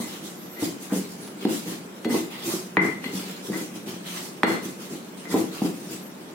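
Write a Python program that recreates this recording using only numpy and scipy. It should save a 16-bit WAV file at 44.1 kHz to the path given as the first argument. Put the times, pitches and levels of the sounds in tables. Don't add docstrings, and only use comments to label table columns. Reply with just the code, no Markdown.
import sys
import numpy as np
from scipy import signal
from scipy.fft import rfft, irfft
from scipy.io import wavfile
from scipy.ndimage import uniform_filter1d

SR = 44100
rng = np.random.default_rng(int(sys.argv[2]) if len(sys.argv) > 2 else 0)


def inscribe(sig):
    pcm = np.round(np.clip(np.atleast_2d(sig).T, -1, 1) * 32767)
    wavfile.write(sys.argv[1], SR, pcm.astype(np.int16))


N = 279990

# (frequency [Hz], relative level [dB])
THUD_SPECTRUM = [(30, -27), (70, -29.5), (110, -10.5), (150, -7), (185, 5.5), (260, 1.5), (360, 4),
                 (480, -3.5), (620, -7), (950, -4), (1500, -14.5), (4000, -4)]
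# (frequency [Hz], relative level [dB], t60 [s])
MORTAR_MODES = [(990, -27, .08), (1080, -30, 0.065), (1214, -11, 0.029), (1468, -16, 0.027),
                (1572, -19, 0.091), (1933, 13.5, 0.015), (2027, 8.5, 0.094), (2055, 2.5, 0.23),
                (2110, 10, 0.057), (2346, 13, 0.02)]


def thumps():
    # (time [s], relative level [dB], brightness corner [Hz], time the seeds take to give way [s])
    blows = [(0.002, -25.5, 587, 0.0042), (0.624, -18, 590, 0.0084), (0.922, -19, 640, 0.0075),
             (0.936, -24, 920, 0.0016), (1.452, -11.5, 640, 0.006), (1.466, -17.5, 493, 0.0025),
             (2.054, -16, 570, 0.019), (2.105, -16.5, 670, 0.013), (2.143, -15, 850, 0.0079),
             (2.773, -9, 614, 0.0033), (3.132, -27, 428, 0.012), (3.486, -21.5, 450, 0.026),
             (4.437, -5, 730, 0.0045), (5.342, -9.5, 700, 0.01), (5.357, -17, 856, 0.01),
             (5.619, -16, 616, 0.0021), (5.64, -22, 800, 0.014)]
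    # (frequency [Hz], relative level [dB], t60 [s])
    table_modes = [(119, -38, 0.045), (179.7, 0, 0.14), (219, -4, 0.031), (266, -33, 0.036),
                   (331.4, 5.5, 0.18), (340, -32, 0.044), (505.7, 8, 0.13)]
    out = np.zeros(N)
    t = np.arange(SR // 3) / SR
    for s, db, corner_hz, give_s in blows:
        force = contact(t, give_s, crumble=0.19)
        push = burst(colour(force, THUD_SPECTRUM, corner_hz))
        table = struck(table_modes, push)
        add(out, s, amp(db) * (push + amp(-3) * table))
    return amp(-1.5) * kitchen(out, wet_db=0.0, build_s=0.002, length=0.8)


def clacks():
    # (time [s], relative click level [dB], relative mortar ring level [dB],
    # relative pestle ring level [dB], brightness corner [Hz])
    hits = [(1.451, -32, -40, -33, 3500), (2.0476, -30.5, -33, -32, 6000), (2.7696, -6.5, -3.5, -30, 2680),
            (2.7706, -24, -34, -41, 3260), (3.0415, -31, -26.5, -31, 3520), (4.433, -3.5, -9.5, -17, 4200),
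            (5.254, -35.5, -34, -64, 3000)]
    # (time [s], relative scrape level [dB], relative mortar ring level [dB])
    skids = [(0.003, -47, -34), (0.56, -40, -32), (0.9, -29.5, -40), (2.09, -29.5, -26), (3.52, -26.5, -27),
             (5.306, -26.5, -27.5)]
    # (frequency [Hz], relative level [dB])
    click_spectrum = [(60, -59), (120, -26), (200, -75), (500, -2), (900, 8.5), (1400, 5), (2000, 3),
                      (2700, -9), (4300, -9), (5500, -64), (16000, -50)]
    # (frequency [Hz], relative level [dB], t60 [s])
    pestle_modes = [(2810, 0, 0.028), (3410, -1.5, 0.061), (4244, 0.5, 0.075), (4326, 5, 0.029)]
    hit_give_s = 0.000025
    skid_s, skid_corner_hz = 0.026, 2220
    ring_pan_db = 2.4

    clicks, rings = np.zeros(N), np.zeros(N)
    t = np.arange(SR // 2) / SR
    for s, click_db, mortar_db, pestle_db, corner_hz in hits:
        force = contact(t, hit_give_s, crumble=0.54)
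        click = burst(colour(force, click_spectrum, corner_hz))
        add(clicks, s, amp(click_db) * click)
        mortar = amp(mortar_db) * struck(MORTAR_MODES, click)
        pestle = amp(pestle_db) * struck(pestle_modes, click)
        add(rings, s, mortar + pestle)
    for s, scrape_db, mortar_db in skids:
        force = contact(t, skid_s, crumble=0.25)
        chatter = burst(colour(force, click_spectrum, skid_corner_hz))
        add(clicks, s, amp(scrape_db) * chatter)
        add(rings, s, amp(mortar_db) * struck(MORTAR_MODES, chatter))

    panned = np.array([rings, np.roll(rings, 6)]) * amp([[ring_pan_db], [-ring_pan_db]])
    click_sound = kitchen(clicks, wet_db=0.0, build_s=0.00022, length=1.0)
    ring_sound = kitchen(panned, wet_db=-2.0, build_s=0.0029, length=1.06)
    return amp(-4.5) * (click_sound + ring_sound)


def grinding():
    # (frequency [Hz], relative level [dB])
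    crush_spectrum = [(100, -36), (600, 3.5), (1500, -4), (3000, -8.5), (4500, -1.5), (6000, 0.5),
                      (8500, 0.5), (12000, -2), (16000, -5.5)]
    # (frequency [Hz], relative level [dB])
    rasp_spectrum = [(100, -14), (500, -1), (1000, -2.5), (1600, -3.5), (2100, -4), (2600, -0.5),
                     (3600, -2), (5000, -8), (8000, -19), (16000, -12)]
    crush, rasp, drag = pressure()
    grip = flutter(depth_db=0.9, rate_hz=45)

    fine_pair = (colour(grains(per_s=14000, spread_db=-1.25), crush_spectrum) for k in range(2))
    fine = crush * evened(stereo(*fine_pair))
    coarse_pair = (colour(grains(per_s=9000, spread_db=2.4), rasp_spectrum) for k in range(2))
    coarse = rasp * evened(stereo(*coarse_pair))
    singing = rasp * evened(struck(MORTAR_MODES, grains(per_s=7800, spread_db=2)))
    rumble = drag * evened(colour(grains(per_s=500, spread_db=-4.0), THUD_SPECTRUM, corner_hz=426))

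    grit = shifting(grip * (amp(2.0) * fine + amp(0.5) * coarse), depth_db=2.5)
    mix = grit + amp(-15) * singing + amp(3.0) * rumble
    return kitchen(mix, wet_db=-3.0, build_s=0.00063, length=0.58)


def pressure():
    # (time [s], time pressed [s], relative level of fine grit being crushed [dB],
    # relative level of stone rasping over coarse grit [dB], relative level of the drag shaking the table [dB])
    strokes = [(-0.03, 0.033, -35, -42.5, -36), (0.039, 0.13, -47.5, -43.5, -55),
               (0.2, 0.079, -43.5, -51.5, -45), (0.571, 0.091, -36.5, -41, -36.5),
               (0.782, 0.054, -42, -50, -50), (0.895, 0.083, -37, -41, -32.5),
               (1.054, .079, -48.5, -61, -57), (1.167, 0.094, -49.5, -54, -41), (1.375, 0.1, -51, -42, -40),
               (1.463, 0.11, -37, -41, -42.5), (1.633, 0.08, -39.5, -40.5, -34),
               (2.072, 0.1, -35.5, -37, -36.5), (2.27, .25, -54, -41, -70),
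               (2.418, .128, -33.5, -43.5, -34.5), (2.792, 0.03, -37, -41, -24),
               (3.008, 0.05, -46.5, -39.5, -35), (3.097, 0.087, -40, -41.5, -42),
               (3.171, 0.19, -50, -43.5, -47), (3.401, .09, -43.5, -48, -44.5),
               (3.5, 0.12, -40.5, -45, -35.5), (3.715, 0.047, -44, -45.5, -41),
               (3.847, 0.042, -41.5, -38, -33), (4.024, 0.17, -43.5, -40, -59),
               (4.11, 0.15, -42.5, -51, -48.5), (4.439, 0.062, -35.5, -41, -53),
               (4.599, 0.062, -41.5, -44, -35), (4.763, 0.098, -47.5, -47.5, -45.5),
               (4.878, 0.063, -45, -45, -36.5), (5.14, 0.19, -58, -52.5, -52),
               (5.27, 0.12, -37.5, -39.5, -32), (5.494, 0.09, -45.5, -41.5, -49),
               (5.589, 0.085, -42.5, -43, -33.5), (5.714, 0.19, -49, -54, -44),
               (5.871, 0.056, -40, -42, -37.5)]
    rest_db = -54.5
    bite_s, lean_db, release_db_per_s = 0.055, 1, 154
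    power = np.full((3, N), amp(rest_db) ** 2)
    t = np.arange(N) / SR
    for s, press_s, *levels_db in strokes:
        near = (t > s) & (t < s + 1)
        age = t[near] - s
        bite = np.sin(np.pi / 2 * np.minimum(age / bite_s, 1)) ** 2
        swell = np.sin(np.pi * np.minimum(age / press_s, 1) ** 2) - .5
        lean = amp(lean_db * swell)
        release = amp(-release_db_per_s * np.maximum(age - press_s, 0))
        power[:, near] += np.outer(amp(levels_db), bite * lean * release) ** 2
    return np.sqrt(power)


def grains(per_s, spread_db):
    size = amp(spread_db * np.minimum(rng.exponential(1, N), 5))
    return size * rng.standard_normal(N) * (rng.random(N) < per_s / SR)


def shifting(x, depth_db):
    z = signal.stft(x, nperseg=512)[2]
    patches = rng.standard_normal(z.shape[1:])
    for axis in (0, 1):
        patches = uniform_filter1d(patches, size=6, axis=axis)
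    return signal.istft(z * amp(depth_db * evened(patches)), nperseg=512)[1][:, :N]


def bright_bursts():
    # (time [s], level [dB])
    onsets = [(0.0225, -59), (1.2767, -44.5), (2.047, -38.5), (2.769, -42), (4.4341, -26.5)]
    # (frequency [Hz], relative level [dB])
    bright_spectrum = [(100, 5), (2500, 6.5), (4000, 5), (10000, -4), (16000, -10)]
    out = np.zeros(N)
    t = np.arange(1000) / SR
    for s, db in onsets:
        force = contact(t, give_s=0.0084, crumble=0.13)
        add(out, s, amp(db) * burst(colour(force, bright_spectrum)))
    return out


def high_hisses():
    # (time [s], length [s], centre [Hz], width [Hz], relative level [dB])
    hisses = [(0.317, 0.22, 12200, 1500, -49), (0.451, 0.19, 12600, 1600, -46.5),
              (1.169, 0.18, 10550, 420, -48), (5.147, 0.11, 8850, 1200, -49.5),
              (5.98, 0.16, 12400, 900, -50)]
    out = np.zeros((2, N))
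    for s, length_s, hz, width_hz, db in hisses:
        n = round(length_s * SR)
        noise = rng.standard_normal((2, N))[:, :n]
        band = np.exp(-2 * ((np.fft.rfftfreq(n, 1 / SR) - hz) / width_hz) ** 2)
        hiss = evened(irfft(rfft(noise) * band, n))
        add(out, s, amp(db) * hiss * np.hanning(n))
    return amp(0.5) * out


def room_air():
    # (frequency [Hz], relative level [dB])
    air_spectrum = [(25, -27), (50, -28), (80, -21), (120, -12.5), (180, 4), (240, 1.5), (330, -0.5),
                    (450, -5), (700, -11.5), (1300, -16.5), (2500, -23.5), (6000, -51.5), (16000, -49)]
    rush = evened(stereo(*(colour(z, air_spectrum) for z in rng.standard_normal((2, N)))))
    hum_hz = 184 * flutter(depth_db=.15, rate_hz=8)
    hum = np.sin(2 * np.pi * np.cumsum(hum_hz) / SR)
    hum *= flutter(depth_db=6.5, rate_hz=22.0)
    return amp(-41.5) * rush + amp(-51.5) * hum


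def kitchen(x, wet_db, build_s=.004, length=1.):
    # (frequency [Hz], t60 at length 1 [s])
    decay_times = [(150, 0.58), (350, 0.53), (800, 0.39), (2000, 0.4), (5000, 0.45), (14000, 0.27)]
    x, wet = np.atleast_2d(x), np.zeros((2, N))
    for k in range(3):
        noise = stereo(*rng.standard_normal((2, SR // 2)))
        hz, t, z = signal.stft(noise, SR, nperseg=256)
        t60 = length * read(decay_times, hz)[:, None]
        tail = signal.istft(z * amp(-60 * t / t60), SR, nperseg=256)[1]
        tail *= (1 - np.exp(-np.arange(tail.shape[1]) / SR / build_s)) ** 2
        tail /= np.linalg.norm(tail[0])
        share = np.cos(np.pi * (np.arange(N) / SR + k / 3)) * np.sqrt(2 / 3)
        wet += signal.oaconvolve(x * share, tail, axes=1)[:, :N]
    return (x + amp(wet_db) * wet) / np.hypot(1, amp(wet_db))


def stereo(mid, side):
    # (frequency [Hz], level [dB])
    side_width = [(60, -16), (150, -15.5), (280, -8), (500, -5.5), (1000, 0.5), (2000, 0.5), (4000, 2.5),
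                  (16000, -0.5)]
    hz = np.fft.rfftfreq(len(side), 1 / SR)
    side = irfft(rfft(side) * amp(read(side_width, hz)), len(side))
    return np.array([mid + side, mid - side])


def contact(t, give_s, crumble):
    fade = np.exp(-t / give_s)
    force = crumble * rng.standard_normal(len(t)) * fade * (1 - fade ** 2)
    force[0] += 1
    return force


def struck(modes, force):
    ringing = ring(modes, np.arange(len(force)) / SR)
    return burst(signal.fftconvolve(force, ringing)[:len(force)])


def ring(modes, t):
    total = 0
    for k, (hz, db, t60) in enumerate(modes):
        total = total + (-1) ** k * amp(db - 60 * t / t60) * np.sin(2 * np.pi * hz * t)
    return total


def colour(x, points, corner_hz=np.inf):
    hz = abs(np.fft.fftfreq(4096, 1 / SR))
    log_gain = np.log(amp(read(points, hz)) * softness(hz, corner_hz))
    taps = np.fft.ifft(np.exp(np.conj(signal.hilbert(log_gain)))).real
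    return signal.oaconvolve(x, taps)[:len(x)]


def softness(hz, corner_hz):
    return 1 / np.hypot(1, (hz / corner_hz) ** 3)


def flutter(depth_db, rate_hz):
    lowpass = 1 / (1 + (np.fft.rfftfreq(N, 1 / SR) / rate_hz) ** 4)
    slow = irfft(rfft(rng.standard_normal(N)) * lowpass, N)
    return amp(depth_db * evened(slow))


def amp(db):
    return 10 ** (np.asarray(db) / 20)


def evened(x):
    return x / np.sqrt(np.mean(x ** 2) + 1e-20)


def burst(x):
    return x * np.sqrt(SR / 100 / (np.sum(x ** 2) + 1e-20))


def read(points, hz):
    f, value = np.transpose(points)
    return np.interp(np.log(hz + 1), np.log(f + 1), value)


def add(mix, s, sound):
    part = mix[..., max(round(s * SR), 0):][..., :sound.shape[-1]]
    part += sound[..., :part.shape[-1]]


def scene():
    return thumps() + clacks() + bright_bursts() + grinding() + high_hisses() + room_air()


def record(dry, threshold_db=-16, recovery_db_per_s=100, squeeze=0.92, low_cut_hz=65):
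    dry = signal.sosfilt(signal.butter(2, low_cut_hz, "high", fs=SR, output="sos"), dry)
    power = uniform_filter1d((dry ** 2).mean(0), size=200)
    power_db = 10 * np.log10(abs(power) + 1e-12)
    fall = np.arange(N) * recovery_db_per_s / SR
    held_db = np.maximum.accumulate(power_db + fall) - fall
    over_db = np.maximum(held_db - threshold_db, 0)
    lag = np.exp(-1 / (0.002 * SR))
    duck_db = squeeze * signal.lfilter([1 - lag], [1, -lag], over_db)
    ducked = dry / amp(duck_db)
    edge = signal.firwin(511, 15950, window=("kaiser", 9), fs=SR)  # low-pass, cutoff in Hz
    return signal.oaconvolve(np.clip(ducked, -1, 1), edge[None], "same")


dry = scene()
out = record(dry)
inscribe(out)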